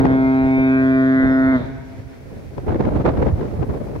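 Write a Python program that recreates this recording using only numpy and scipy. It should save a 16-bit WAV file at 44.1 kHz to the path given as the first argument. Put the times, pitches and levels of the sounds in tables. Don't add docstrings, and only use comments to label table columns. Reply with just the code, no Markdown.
import sys
import numpy as np
from scipy import signal
from scipy.fft import rfft, irfft, next_fast_len
from scipy.io import wavfile
from scipy.ndimage import uniform_filter1d, minimum_filter1d, map_coordinates

SR = 44100
rng = np.random.default_rng(int(sys.argv[2]) if len(sys.argv) > 2 else 0)


def log_audio(samples):
    frames = np.atleast_2d(samples).T
    limited = np.clip(frames, -1, 1)
    pcm = np.round(limited * 32767).astype(np.int16)
    wavfile.write(sys.argv[1], SR, pcm)


N = 176400
PREROLL = SR

# (time [s], lead [ms])
LEFT_LEAD = [(0.1, 0.27), (1.4, 0.2)]


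def horn():
    # (time [s], pitch [Hz], drive [dB])
    blast = [(0, 132.4, -3.5), (.9, 132.2, -3), (1.522, 132.1, -2.5), (1.56, 127.6, -1.5),
             (1.595, 120.6, -15.5), (1.66, 123.3, -24)]
    low_partials = [-12.5, 0, -12, -25.5, -14, -22, -21.5, -25.5, -28.5, -26, -22, -22, -29.5, -27, -29,
                    -28.5, -33, -37, -44]
    # (frequency [Hz], level [dB])
    brass = [(2600, -54), (3000, -53.5), (3500, -51.5), (5200, -74)]
    # (time [s], level [dB])
    bass = [(1, -1), (1.5, -9)]
    low_mid = [(.55, 1), (.95, -14.5), (1.5, -6.5)]
    mid = [(.35, -1), (.53, -4.5), (.75, 0.5), (1.4, 2.5)]
    high_mid = [(.55, -3.5), (.9, 3.5), (1.2, 8.5), (1.5, 2)]
    treble = [(0, -2.5), (.6, 11), (1.1, -2.5), (1.5, -6)]
    jitter, rasp_s = .0004, .000021
    echo_shift, echo_smear = 1.015, .012
    t = np.arange(-PREROLL, N) / SR
    t = t[t < blast[-1][0]]
    size = len(t)
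    pitch = curve(blast, t) * (1 + jitter * wobble(65, size))
    phase = 2 * np.pi * (np.cumsum(pitch) / SR + pitch * rasp_s * wobble(170, size))
    drive = amp(curve(blast, t, axis=2) - 12)
    lead_s = curve(LEFT_LEAD, t) / 1000
    bands = [(bass, (1, 3)), (low_mid, (6, 7)), (mid, (4, 9, 10, 11, 12)),
             (high_mid, (13, 14, 15)), (treble, (17, 18, 19, 20))]
    turning_db = {k: curve(level, t) for level, partials in bands for k in partials}
    ports, outward = np.zeros((2, PREROLL + N)), np.zeros(PREROLL + N)
    for k in range(1, 41):
        hz = k * blast[1][1]
        partial_db = low_partials[k - 1] if k <= len(low_partials) else along(brass, hz)
        gain = np.sqrt(2) * drive * amp(partial_db)
        start_phase = rng.normal(0, 1.076)
        flutter_db = -0.27 + 2.67 * hz / 1000
        shared_flutter = wobble(6.39, size)
        for port, side in enumerate((1, -1)):
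            flutter = .5 * (shared_flutter + wobble(15, size))
            sway = amp(turning_db.get(k, 0) + flutter_db * flutter)
            ports[port, :size] += gain * sway * np.sin(k * phase + start_phase + side * np.pi * hz * lead_s)
        scattered_hz = k * pitch * (echo_shift + echo_smear * wobble(22, size))
        outward[:size] += gain * np.sin(2 * np.pi * np.cumsum(scattered_hz) / SR)
    return ports[:, PREROLL:], outward


def echo(outward):
    # (frequency [Hz], time to fall 60 dB [s])
    decay = [(130, 3.35), (1700, 2.17), (4000, 4)]
    # (frequency [Hz], level [dB])
    colour = [(130, -8.5), (270, -17), (500, -11.5), (1300, -11.5), (3500, -6.5)]
    # (time [s], level [dB])
    level = [(1.45, -9), (1.7, 0)]
    hz, t, spectra = signal.stft(rng.standard_normal((2, 2 * SR)), SR, nperseg=256)
    spectra *= amp(-60 * t / along(decay, hz)[:, None])
    tail = signal.istft(spectra, SR, nperseg=256)[1]
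    tail = filtered(tail / np.linalg.norm(tail[0]), lambda f: amp(along(colour, f)))
    returned = signal.fftconvolve(outward[None], tail, axes=1)[:, PREROLL:PREROLL + N]
    waver_db = 2.5 * wobble(16)
    return returned * amp(curve(level, np.arange(N) / SR) + waver_db)


def air(t):
    # (frequency [Hz], level [dB])
    colour = [(100, -29.5), (500, 13.5), (2200, -10.5), (2900, -18), (3600, -3.5), (8000, -51)]
    # (time [s], level [dB])
    level = [(1.5, -47), (1.55, -36), (1.635, -39), (1.69, -47), (1.85, -58)]
    flow = amp(curve(level, t)) * (t < level[-1][0])
    return flow * noise(colour, alike=0.21, lead_ms=LEFT_LEAD[-1][1])


def wind(t):
    # (time [s], level [dB])
    gusts = [(.05, -20), (.3, -38.5), (1.13, -43.5), (1.25, -28), (1.45, -37), (1.62, -32), (1.75, -47),
             (2.21, -49), (2.33, -38), (2.51, -45.5), (2.73, -25), (3.2, -25), (4, -34.5)]
    # (time [s], level against the wind [dB])
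    puffs = [(.054, 9), (.452, 15.5), (.59, 15.5), (1.243, 10.5), (2.002, 9.5), (2.585, 9.5), (2.69, 8.5),
             (2.755, 3), (2.804, 5.5), (2.875, 5), (2.92, 3), (2.963, 6.5), (3.012, 6), (3.055, 10.5),
             (3.078, 9.5), (3.103, 5), (3.2, 5.5), (3.222, 7.5), (3.271, 8), (3.425, 3.5), (3.627, 9),
             (3.706, 8), (3.763, 5), (3.958, 8)]
    lulls = [(2.617, -3.5), (2.785, -4), (3.034, -9), (3.35, -7)]
    # (time [s], rise [dB])
    swells = [(2.74, 6), (2.845, 4), (2.96, 4), (3.25, 7), (3.34, 12), (3.6, 7.5), (3.703, 4.5)]
    # (frequency [Hz], level [dB])
    rumble_colour = [(12, -26.5), (25, -18), (55, -0.5), (125, -0.5), (200, -15), (1000, -88.5)]
    buffet_colour = [(50, -17.5), (130, -0.5), (270, 1.5), (500, -1.5), (680, -8.5), (1500, -38),
                     (8000, -101)]
    crackle_colour = [(200, -29), (800, 4), (2200, -14.5), (2900, -23.5), (4200, -29), (9000, -51),
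                      (15000, -65.5)]
    strong_db = -22.5
    rumble_growth, crackle_growth = 0.65, 1.32
    wind_db = curve(gusts, t)
    puff_db = bumps(puffs + lulls, t, width_s=0.011)
    gust_db = wind_db + puff_db
    swell_db = bumps(swells, t, width_s=0.026)
    rumble_db = -23.5 + rumble_growth * (wind_db - strong_db) + .5 * puff_db + swell_db
    crackle_db = -33.5 + crackle_growth * (gust_db - 0.13 * puff_db - strong_db)
    swirl = eddies(rate=70, depth_db=2.9)
    rumble = amp(rumble_db) * eddies(rate=35, depth_db=3.0) * noise(rumble_colour, alike=0.35)
    buffet = amp(gust_db + 1.5) * swirl * noise(buffet_colour, alike=0.13)
    crackle = amp(crackle_db) * swirl * eddies(rate=220, depth_db=4.5) * noise(crackle_colour)
    return rumble + buffet + crackle


def eddies(rate, depth_db):
    return unit(amp(depth_db * np.array([wobble(rate), wobble(rate)])))


def slaps(t):
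    # (time [s], peak [dB])
    bursts = [(.051, -5), (2.963, -7), (3.27, -12)]
    half_push_s = .001
    pressure = np.zeros((2, N))
    for time, peak_db in bursts:
        offset = (t - time) / half_push_s + rng.normal(0, 0.31, (2, 1))
        pressure += amp(peak_db) * (1 - offset ** 2) * np.exp(-.5 * offset ** 2)
    return pressure


def sea(t):
    # (frequency [Hz], level [dB])
    wash_colour = [(25, -11), (110, 4), (400, -5), (1200, -17), (1700, -15.5), (2300, -16.5), (2900, -24.5),
                   (6000, -29), (10000, -46)]
    hiss_colour = [(1000, -19), (5500, -1.5), (8500, -2), (10500, 1), (15000, -3.5)]
    # (time [s], level [dB])
    wash_level = [(2.6, -43.5), (3.4, -43.5)]
    # (time [s], left [dB], right [dB])
    hiss_level = [(0, -63, -75), (1.7, -65, -76), (2.4, -61, -75), (3.8, -59.5, -67)]
    wash = amp(curve(wash_level, t) + 1.2 * wobble(21)) * noise(wash_colour, alike=0.14, lead_ms=0.23)
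    hiss_db = np.array([curve(hiss_level, t), curve(hiss_level, t, axis=2)])
    hiss = amp(hiss_db + .5 * wobble(15)) * noise(hiss_colour)
    return wash + hiss


def amp(db):
    return 10 ** (np.asarray(db) / 20)


def unit(x):
    return x / np.sqrt(np.mean(x ** 2) + 1e-20)


def along(points, hz):
    frequencies, values = np.transpose(points)
    return np.interp(np.log(hz + 1), np.log(frequencies + 1), values)


def curve(rows, t, axis=1):
    rows = np.array(rows)
    return np.interp(t, rows[:, 0], rows[:, axis])


def bumps(rows, t, width_s):
    return sum(db * np.exp(-.5 * ((t - time) / width_s) ** 2) for time, db in rows)


def wobble(rate, size=N):
    coarse = np.arange(0, size + 32, 32)
    knots = rng.standard_normal(4096)
    return np.interp(np.arange(size), coarse, map_coordinates(knots, [coarse * rate / SR], mode="wrap"))


def filtered(x, response):
    size = x.shape[-1]
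    padded = next_fast_len(size + SR // 4)
    return irfft(rfft(x, padded) * response(np.fft.rfftfreq(padded, 1 / SR)), padded)[..., :size]


def noise(colour, alike=0, lead_ms=0):
    left, right, shared = rng.standard_normal((3, N))
    sides = np.array([[1], [-1]])
    shared = filtered(shared, lambda hz: np.exp(1j * np.pi * hz * lead_ms / 1000 * sides))
    white = np.sqrt(1 - alike) * np.array([left, right]) + np.sqrt(alike) * shared
    return unit(filtered(white, lambda hz: amp(along(colour, hz))))


def scene():
    t = np.arange(N) / SR
    direct, outward = horn()
    return direct + echo(outward) + air(t) + wind(t) + slaps(t) + sea(t)


def record(dry):
    ceiling_db, hold_s, top_hz = -3, 0.034, 15750
    hold = int(hold_s * SR)
    needed = np.minimum(1, amp(ceiling_db) / (np.abs(dry).max(axis=0) + 1e-9))
    gain = uniform_filter1d(minimum_filter1d(needed, hold), hold)
    return filtered(dry * gain, lambda hz: hz < top_hz)


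dry = scene()
out = record(dry)
log_audio(out)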